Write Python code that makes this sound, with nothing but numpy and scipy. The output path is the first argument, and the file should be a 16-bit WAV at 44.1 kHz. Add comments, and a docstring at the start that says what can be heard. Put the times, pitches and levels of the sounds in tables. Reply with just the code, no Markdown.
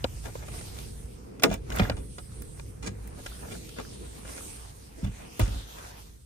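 """Beside a frosted car, a hand-held phone hears the door knocked and cracking free of its icy seal.
Ice, snow and latch make bursts of crackle that ring the door's trim and panel.
The car body rings in deep thumps, some built from several parts.
A winter jacket rustles (shaped noise with a moving colour) over a far low rumble (noise in low resonances)."""
import sys
import numpy as np
from scipy import signal
from scipy.fft import rfft, irfft
from scipy.io import wavfile
from scipy.ndimage import uniform_filter1d, map_coordinates

SR = 44100
rng = np.random.default_rng(int(sys.argv[2]) if len(sys.argv) > 2 else 0)


def generate_wav(signal):
    """Clip the signal to [-1, 1] and save it as 16-bit WAV at the path in sys.argv[1]."""
    frames = np.transpose(np.atleast_2d(signal))
    scaled = np.clip(frames, -1, 1) * 32767
    pcm = np.round(scaled).astype(np.int16)
    wavfile.write(sys.argv[1], SR, pcm)


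def invert_db(level):
    """Linear amplitude ratio for a level in decibels (20 dB per decade), elementwise."""
    return 10 ** (np.asarray(level, dtype=float) / 20)


N = 275757  # samples in the scene

# far rumble before it wavers: t/s, low level/dB, upper murmur level/dB
RUMBLE = [(0.0, -38, -50), (1.06, -39.5, -51), (1.44, -43.5, -47), (1.67, -39.5, -44), (1.83, -32.5, -41),
          (2.16, -39.5, -52), (3.93, -42, -47.5), (4.42, -45, -50), (4.77, -45, -56), (5.36, -47.5, -54.5),
          (5.52, -44, -53), (6.25, -48.5, -65)]
# resonances of the low rumble: f/Hz, width/Hz, level/dB
RUMBLE_PEAKS = [(34.1, 24, -1.5), (56.9, 11, 10.5), (96, 62, -0.5), (137, 53, -12)]
# resonances of the upper murmur: f/Hz, width/Hz, level/dB
MURMUR_PEAKS = [(190.4, 106, -0.5), (317, 180, -6.5), (454.5, 114, -3)]
# jacket before it flickers: t/s, rubbing level/dB, dull folds over swish/dB, bright hiss level/dB
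JACKET = [(0.0, -56, 2, -63), (0.28, -48.5, -15.5, -55), (0.42, -54.5, -1, -66), (0.58, -48, -4.5, -48),
          (0.71, -49.5, -5.5, -55), (0.78, -47, -6, -55), (0.92, -53.5, -8.5, -55), (1.06, -59, 1, -56),
          (1.22, -64, 3.5, -73), (1.64, -66.5, 6.5, -66.5), (1.76, -46, 6.5, -82), (1.98, -61.5, -2, -53),
          (2.65, -58, -2, -53.5), (2.87, -66, 6.5, -70), (3.3, -50.5, -5, -56.5), (3.45, -50.5, -5, -51.5),
          (3.69, -51, -7.5, -59.5), (4.09, -53.5, -2.5, -57.5), (4.46, -49.5, -1, -43.5),
          (4.74, -57.5, -3.5, -62), (5.15, -57.5, -2.5, -65.5), (5.22, -57, 7, -55.5),
          (5.36, -52, -6.5, -63), (5.46, -45.5, 1.5, -54), (5.66, -51.5, -4, -78), (5.86, -49, 0, -76),
          (6.02, -53.5, -5, -71), (6.25, -66, -8, -67)]
# colour of the dull folds: f/Hz, relative level/dB per Hz
FOLDS_COLOUR = [(400, -0.5), (700, 7.5), (1500, 0), (2500, -4), (5000, -29.5), (9000, -47)]
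# colour heard in the swish, with a steep end near 14.5 kHz that is not the cloth's own:
# f/Hz, relative level/dB per Hz
SWISH_COLOUR = [(1200, -14), (2500, -8.5), (4500, -6.5), (6500, -5), (7500, -9.5), (11000, -9.5),
                (13500, -7), (14400, -17), (14800, -49.5)]
# colour heard in the hiss, its steep top end not the cloth's own either: f/Hz, relative level/dB per Hz
HISS_COLOUR = [(6000, -56), (7700, -11.5), (8200, -2), (9500, -5), (10800, -10), (12000, -10),
               (14000, -54.5)]
# moving resonance of a sliding sleeve: t/s, centre f/Hz, lift/dB
SLIDE = [(0.0, 5000, -6.5), (0.55, 1960, 5), (0.62, 5170, 3.5), (0.78, 3840, 1.5), (1.2, 2900, 0.5),
         (3.4, 1190, -0.5), (3.6, 2000, 1), (3.74, 3670, 4), (4.1, 3440, 4), (4.24, 1850, -4),
         (4.38, 2120, 9), (4.44, 3900, 1), (4.6, 3320, 0.5), (5.35, 2880, 5), (5.52, 3360, 5),
         (5.68, 4000, 9.5), (5.76, 3540, 3), (5.79, 1500, 7.5), (5.949, 1930, -0.5)]
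# how alike left and right are in the noises all around: f/Hz, likeness/-1 to 1
LIKENESS = [(60, 0.93), (130, 0.92), (290, 0.16), (640, -0.54), (1410, -0.28), (3100, 0.099),
            (6820, 0.0024), (15000, -0.034)]
# ticks of small latch parts, each near one pitch: t/s, peak level/dB, centre f/Hz, crackle length/ms
TICKS = [(0.0433, -17, 3900, 1), (1.4372, -12, 2670, 4), (1.4395, -11.5, 4040, 4.7),
         (1.718, -30, 1700, 2.2), (1.769, -28, 1660, 3.4), (1.795, -20, 3400, 1.1), (1.796, -23, 1980, 3.1),
         (1.819, -23, 1940, 2.7), (1.852, -27, 1490, 3), (1.898, -25, 4370, 2), (3.321, -40.5, 1240, 2),
         (3.448, -44, 1500, 5.8), (3.85, -41, 1370, 5), (4.408, -41, 1130, 2.4)]
# knocks on door and latch, and one faint dull rub on the panel (near 5 s):
# t/s, trim peak level/dB, panel over trim/dB, hardness/dB per octave, crackle length/ms
KNOCKS = [(0.0443, -18, 3.5, -12.5, 3.6), (0.355, -31, 5, -25, 3.1), (0.483, -32.5, -10, -10.5, 5.1),
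          (0.611, -35, -10, -5.5, 2), (0.787, -31.5, -10, -6.5, 1.8), (1.397, -34, -7, -5, 5.9),
          (1.437, -6.5, -13, -10, 2.4), (1.4411, -15.5, 2, -14, 7.9), (1.455, -20.5, 3, -23, 15),
          (1.514, -21, -3.5, -35, 6.6), (1.771, -25, -10, -12, 7.1), (1.786, -21.5, -9, -6.5, 5.1),
          (1.798, -12.5, -11.5, -15, 4.5), (1.898, -15, -8, -12.5, 2.6), (2.183, -29, -17, -9, 8.7),
          (2.596, -32.5, -14, -9, 1.5), (3.262, -24.5, -20, -6, 6.2), (3.486, -36, -9, -30, 2.4),
          (3.552, -34.5, -13, -27, 4.4), (3.691, -36, -24, -2.5, 2.2), (3.786, -26.5, -1, -14, 4.6),
          (3.799, -26.5, -21, -24, 3), (4.251, -36.5, 0.5, -18, 2.8), (4.378, -33.5, -19, -12, 2.9),
          (4.975, -49, 11.5, -24, 30), (5.396, -21, 4.5, -12, 3.2), (5.402, -20, -4.5, -12, 14),
          (5.479, -36, 3, -3, 5.5), (5.785, -36, -17, -9, 17)]
# parts of deep thumps; a thump may take several rows, skin or frame first, shell after:
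# t/s, peak level/dB, skin over shell/dB, frame over shell/dB, damping/factor
THUMPS = [(0.05, -25, 2.5, -8, 4), (1.469, -25, -4, 30, 2.7), (1.489, -22.5, -2, 18, 0.78),
          (1.513, -20.5, -0.5, 9.5, 0.68), (1.8, -15, 4, 31, 0.72), (1.819, -12.5, 1, 3, 1.7),
          (1.909, -21.5, -1, 7.5, 2), (1.939, -23, -13, -26, 1.5), (2.863, -31, 13, 18.5, 0.18),
          (5.031, -21, -8, 13, 0.65), (5.044, -18.5, 9, 7, 3), (5.063, -29, 13, 16, 0.89),
          (5.077, -20.5, 3, 4.5, 1.4), (5.093, -26.5, 12.5, 10, 2.4), (5.406, -17, 33, 6, 1.64),
          (5.425, -12.5, -20, -27, 0.98), (5.478, -24.5, 11, 9, 1.5), (5.508, -23.5, -17, -8, 0.45),
          (5.559, -23.5, -12, -9, 0.84)]
# snow and ice scraping off: t/s, trim peak level/dB, hardness/dB per octave, swell/ms, fade/ms
SCRAPES = [(0.257, -28, -9, 11, 13), (0.291, -35.5, -24, 21, 7.8), (0.435, -35.5, -15, 14, 6.3),
           (0.539, -37, -12, 6.7, 20), (0.587, -36.5, -8, 7.5, 14), (1.456, -37.5, 0, 3.9, 44),
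           (1.523, -24, -8.5, 22, 23), (1.831, -22.5, -10.5, 55, 37), (1.874, -33, -15, 28, 37),
           (1.919, -30, -16, 15, 11), (2.827, -31, -5.5, 1.5, 38), (2.876, -24, -5, 13, 10),
           (3.19, -36.5, -25, 15, 14), (3.434, -36, -28, 11, 14), (3.453, -38.5, -26, 4.9, 11),
           (3.519, -29, -6.5, 14, 16), (3.801, -32.5, -9.5, 33, 16), (4.289, -35, -9.5, 55, 11),
           (4.331, -44, -24, 23, 4.3), (4.375, -33, 1.5, 25, 20), (5.047, -31.5, -7, 12, 8.8),
           (5.069, -35.5, -9, 8.8, 8.7), (5.42, -28.5, -4.5, 18, 30), (5.531, -36.5, -7, 41, 51)]
# bright cracks of ice: t/s, trim peak level/dB, treble over trim/dB, crackle length/ms
CRACKS = [(1.423, -23.5, -8.5, 8.8), (1.4345, -8, 2, 10.2), (1.54, -24, 4, 8.6), (1.702, -24.5, -10, 5.1),
          (1.722, -27, -4, 5.1), (1.762, -31.5, 11.5, 2.6), (1.968, -35.5, -12, 27),
          (2.421, -39, 15.5, 2.6), (3.075, -42.5, 14, 6), (5.395, -25, 9.5, 6.2), (5.414, -26, -19.5, 7.5)]
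# door panel modes: f/Hz, level/dB, time to fall 60 dB at damping 1/s
PANEL = [(279, -1, 0.064), (359, -12, 0.0795), (450.6, 10, 0.019), (518.3, -3, 0.048), (583, -16, 0.026),
         (665, -10, 0.047), (785, -26.5, 0.073), (920, -18, 0.051)]
# door frame modes: f/Hz, level/dB, time to fall 60 dB at damping 1/s
FRAME = [(192.7, 9, 0.047), (218, -20.5, 0.17), (246.3, -0.5, 0.036)]
# car shell modes: settled f/Hz, level/dB, time to fall 60 dB at damping 1/s
SHELL = [(46, 2.7, 0.26), (51.1, 23.6, 0.07)]
# door skin modes: f/Hz, level/dB, time to fall 60 dB at damping 1/s
SKIN = [(78, 1.1, 0.035), (102.7, 6.9, 0.14), (132.5, 3, 0.038)]
# how much later a crackle reaches the left microphone as the phone turns: t/s, lag/ms
LEFT_LAG = [(0.043, -0.42), (0.26, 0.88), (1.436, -0.089), (1.6, -0.5), (1.9, -0.098), (2.6, -0.63),
            (2.87, 0.43), (3.794, 0.724), (4.376, -0.8), (5.043, -0.91), (5.396, 0.69)]
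# colour of the left microphone against the right: f/Hz, left minus right/dB
LEFT_COLOUR = [(60, -1.5), (110, -1), (200, -2), (380, 1), (700, -0.5), (1290, -0.5), (2380, -0.5),
               (4400, 2.5), (8120, -5), (15000, -1)]
# narrow dip heard near 12 kHz on both sides: f/Hz, width/Hz, level/dB
NARROW_DIP = (11870, 610, -14.5)

SIZE = 2 ** 14  # samples in one short sound
KNOCK_RISE_MS, KNOCK_TREBLE_DB, KNOCK_GRAIN_DB = 1.1, -15, 4.5
BLOW = 0.7  # one clean blow, against the energy of the crackle around it
LEAD_S = 0.04  # room for a crackle to swell before its event
SLIDE_OCTAVES = 0.34  # half-width of the sleeve's resonance
PATCHY_DB = 1.96  # size of the random patches, before smoothing
SHELL_SAG, SHELL_SAG_S = 0.22, 0.015  # a struck shell starts sharp by this share, then settles


def unit(x):
    """Scale to an average (rms) level of 1."""
    return x / np.sqrt(np.mean(x ** 2))


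def along(points, hz):
    """Read (Hz, value) points on a log-frequency axis."""
    at, value = np.transpose(points)
    return np.interp(np.log(hz + 1), np.log(at), value)


def curves(table):
    """The columns of a table at every sample."""
    s, *columns = np.transpose(table)
    return [np.interp(np.arange(N) / SR, s, column) for column in columns]


def walk(rate):
    """Random levels, rate of them a second, smoothed twice; rms 1."""
    hold = int(SR / rate)
    steps = np.repeat(rng.standard_normal(N // hold + 1), hold)
    smooth = uniform_filter1d(uniform_filter1d(steps, hold), hold)
    return unit(smooth[:N])


def grains(grain_db, shape):
    """Random gains, mostly small with rare big ones, that make noise grainy."""
    return invert_db(grain_db * np.minimum(rng.exponential(size=shape), 5))


def diffuse(gain, grain_db):
    """Grainy noise from all around, coloured by gain(Hz); two spaced microphones agree only in the bass."""
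    hz = np.fft.rfftfreq(N, 1 / SR)
    like = np.clip(along(LIKENESS, hz), -0.99, 0.99)
    mid, side = rfft(rng.standard_normal((2, N)) * grains(grain_db, (2, N)))
    mid, side = mid * np.sqrt(1 + like), side * np.sqrt(1 - like)
    return unit(irfft(gain(hz) * np.array([mid + side, mid - side]), N))


def ring(modes, damping, sag=0):
    """Ringing of a set of modes, one a row; the lower a mode, the later it swells."""
    t = np.arange(SIZE) / SR
    hz, db, t60 = np.transpose(modes)[:, :, None]
    bent = t + sag * SHELL_SAG_S * (1 - np.exp(-t / SHELL_SAG_S))
    swell = 1 - np.exp(-t * hz / 4.24)
    decay = np.exp(-np.log(1000) * damping * t / t60)
    return invert_db(db) * swell * decay * np.sin(2 * np.pi * hz * bent)


def add(out, s, sound):
    """Mix a short sound in at time s."""
    i = int(s * SR)
    out[:, i:i + SIZE] += sound[..., :N - i]


def peak(spectrum, db):
    """Scale a spectrum so that the wave of each channel peaks at db."""
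    return spectrum * invert_db(db) / np.abs(irfft(spectrum, SIZE)).max(axis=1, keepdims=True)


def rumble():
    """Distant engines and traffic: noise in a few low resonances, wavering."""
    def resonances(table):
        return lambda hz: sum(invert_db(db) / (1 + (2 * (hz - f) / width) ** 2) for f, width, db in table)

    low_db, upper_db = curves(RUMBLE)
    low = diffuse(resonances(RUMBLE_PEAKS), 0) * invert_db(low_db + 1.4 * walk(4.77))
    murmur = diffuse(resonances(MURMUR_PEAKS), 0) * invert_db(upper_db + 2.2 * walk(14))
    return low + murmur


def jacket():
    """Stiff cloth slides on itself: grainy noise, dull where it folds, bright where it brushes."""
    rubbing_db, folds_db, hiss_db = curves(JACKET)
    dull_db = rubbing_db + folds_db + 1.5 * walk(6.6)
    swish_db = rubbing_db + 0.8 * walk(9)
    layers = [(dull_db, FOLDS_COLOUR, 5.0), (swish_db, SWISH_COLOUR, 2.5), (hiss_db, HISS_COLOUR, 1.5)]
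    cloth = 0
    for db, colour, grain_db in layers:
        flicker_db = 1.2 * walk(35)
        cloth = cloth + diffuse(lambda hz: invert_db(along(colour, hz)), grain_db) * invert_db(db + flicker_db)
    return creases(cloth)


def creases(cloth):
    """Creases form and slip away: patches of the spectrum swell alone, and one broad resonance moves."""
    hz, t, z = signal.stft(cloth, SR, nperseg=512)
    octave = np.log2(hz + 100)[:, None]
    s, centre_hz, lift_db = np.transpose(SLIDE)
    distance = octave - np.interp(t, s, np.log2(centre_hz))
    lift = np.interp(t, s, lift_db) * np.exp(-(distance / SLIDE_OCTAVES) ** 2)
    # random patches: 3 to an octave, 16 to a second
    coarse = rng.standard_normal((32, 128))
    places = np.broadcast_arrays(3 * (octave - 6), 16 * t)
    patches = map_coordinates(coarse, places, mode="mirror")
    return signal.istft(z * invert_db(lift + PATCHY_DB * patches), SR, nperseg=512)[1][:, :N]


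def iced_trim():
    """Iced trim and latch: a dense crowd of short-lived modes, the high ones shortest."""
    trim_hz = np.geomspace(560, 10000, num=80) * (1 + 0.014 * rng.standard_normal(80))
    t60_s = 0.022 * (1000 / trim_hz) ** 0.6
    spectra = rfft(ring(np.transpose([trim_hz, 0 * trim_hz, t60_s]), 1.0))
    return trim_hz, spectra / np.abs(spectra).max(axis=1, keepdims=True)


def crackle(rise_ms, fall_ms, grain_db, blow):
    """Breaking ice and snow: a swelling and fading burst of grainy noise, with a blow at its peak."""
    t, hz = np.arange(SIZE) / SR, np.fft.rfftfreq(SIZE, 1 / SR)
    length_ms = np.where(t < LEAD_S, max(rise_ms, 0.1), max(fall_ms, 0.3))
    fade = np.exp(-1000 * np.abs(t - LEAD_S) / length_ms)
    noise = rng.standard_normal((3, SIZE))
    # both microphones hear the same crackle, plus a part scattered to each alone
    burst = fade * grains(grain_db, SIZE) * (noise[0] + 2.2 * noise[1:])
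    strength = blow * np.sqrt(np.mean(np.sum(burst ** 2, axis=1)))
    return rfft(burst) + strength * np.exp(-2j * np.pi * hz * LEAD_S)


def strike(out, trim, s, db, panel_db, treble_db, hardness_db, rise_ms, fall_ms,
           grain_db=KNOCK_GRAIN_DB, blow=BLOW, tick_hz=None):
    """A crackle rings trim and panel; a harder contact drives the high trim modes more."""
    hz = np.fft.rfftfreq(SIZE, 1 / SR)
    trim_hz, trim_spectra = trim
    push = crackle(rise_ms, fall_ms, grain_db, blow)
    # each mode is driven a little more or less by where the contact lands
    trim_drive = 1 + 0.25 * rng.standard_normal(len(trim_hz))
    panel_drive = 1 + 0.25 * rng.standard_normal(len(PANEL))
    if tick_hz is not None:
        trim_drive *= np.exp(-(np.log2(trim_hz / tick_hz) / 0.25) ** 2)  # width in octaves
    hardness = invert_db(hardness_db * np.log2(np.hypot(1, trim_hz / 1300)))
    bass_cut = np.hypot(1, 650 / trim_hz) ** 2
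    trim_sound = (trim_drive * hardness / bass_cut) @ trim_spectra
    # a short tick is muffled by the snow; a long crackle frees the panel to ring
    panel_sound = panel_drive @ rfft(ring(PANEL, np.clip(9.5 / fall_ms, 0.8, 3)))
    bright = (hz / 10000) ** 3 / (1 + (hz / 10000) ** 3) / (1 + (hz / 15500) ** 30)
    both = peak(push * trim_sound, db) + peak(push * panel_sound, db + panel_db)
    both = both + peak(push.mean(axis=0, keepdims=True) * bright, db + treble_db)
    # half the lag delays the left, half advances the right
    lag_s = np.interp(s, *np.transpose(LEFT_LAG)) / 1000
    both = both * np.exp(-1j * np.pi * hz * np.array([[lag_s], [-lag_s]]))
    pan = invert_db(np.array([[0.2], [-0.2]]))  # dB, a touch to the left
    add(out, s - LEAD_S, pan * irfft(both, SIZE))


def ticks(trim):
    """Small latch parts tick, each ringing the trim near one pitch and hardly moving the panel."""
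    out = np.zeros((2, N))
    for s, db, centre_hz, ms in TICKS:
        strike(out, trim, s, db, -28, KNOCK_TREBLE_DB, 0, KNOCK_RISE_MS, ms, tick_hz=centre_hz)
    return out


def knocks(trim):
    """Knocks on door and latch, and one faint dull rub: a crackle and its peak ring trim and panel."""
    out = np.zeros((2, N))
    for s, db, panel_db, hardness_db, ms in KNOCKS:
        strike(out, trim, s, db, panel_db, KNOCK_TREBLE_DB, hardness_db, KNOCK_RISE_MS, ms)
    return out


def thumps():
    """Parts of deep thumps: a soft push rings frame and skin first and, deeper and later, the shell."""
    out = np.zeros((2, N))
    push = np.hanning(int(0.0014 * SR))
    for s, db, skin_db, frame_db, damping in THUMPS:
        damping = max(damping, 0.3)
        shell = ring(SHELL, damping, SHELL_SAG).sum(axis=0)
        skin = ring(SKIN, damping).sum(axis=0)
        frame = ring(FRAME, damping).sum(axis=0)
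        body = np.convolve(shell - invert_db(skin_db) * skin + invert_db(frame_db) * frame, push)[:SIZE]
        # the big body reaches the right microphone 0.6 ms after the left
        body = np.array([body, np.roll(body, int(0.0006 * SR))])
        add(out, s - 0.003, body * invert_db(db) / np.abs(body).max())
    return out


def scrapes(trim):
    """Snow and ice scrape off: a grainier crackle that swells and fades, with no clean blow."""
    out = np.zeros((2, N))
    for s, db, hardness_db, swell_ms, fade_ms in SCRAPES:
        strike(out, trim, s, db, -6, -14.5, hardness_db, swell_ms, fade_ms, grain_db=7.5, blow=0)
    return out


def cracks(trim):
    """Ice cracks: the same crackle and blow, each crack with its own share of treble."""
    out = np.zeros((2, N))
    for s, db, treble_db, ms in CRACKS:
        strike(out, trim, s, db, -9, treble_db, -7, KNOCK_RISE_MS, ms)
    return out


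def scene():
    """Far rumble, jacket, door and body; all crackles ring the same trim."""
    trim = iced_trim()
    door = ticks(trim) + knocks(trim) + scrapes(trim) + cracks(trim)
    return rumble() + jacket() + door + thumps()


def low_pass(x):
    """Removes everything above the highest recorded frequency."""
    return signal.sosfilt(signal.butter(12, 16510, fs=SR, output="sos"), x)


def record(dry):
    """The two microphones colour the sound differently; a narrow dip near 12 kHz and a deep-bass cut follow."""
    hz = np.fft.rfftfreq(N, 1 / SR)
    tilt_db = along(LEFT_COLOUR, hz) / 2
    dip_hz, width_hz, dip_db = NARROW_DIP
    dip = invert_db(dip_db * np.exp(-((hz - dip_hz) / width_hz) ** 2))
    low_cut = (hz / 30) ** 2 / (1 + (hz / 30) ** 2)
    colour = invert_db(np.array([tilt_db, -tilt_db])) * dip * low_cut
    mix = irfft(rfft(dry) * colour, N)
    return low_pass(mix)


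dry = scene()
out = record(dry)
generate_wav(out)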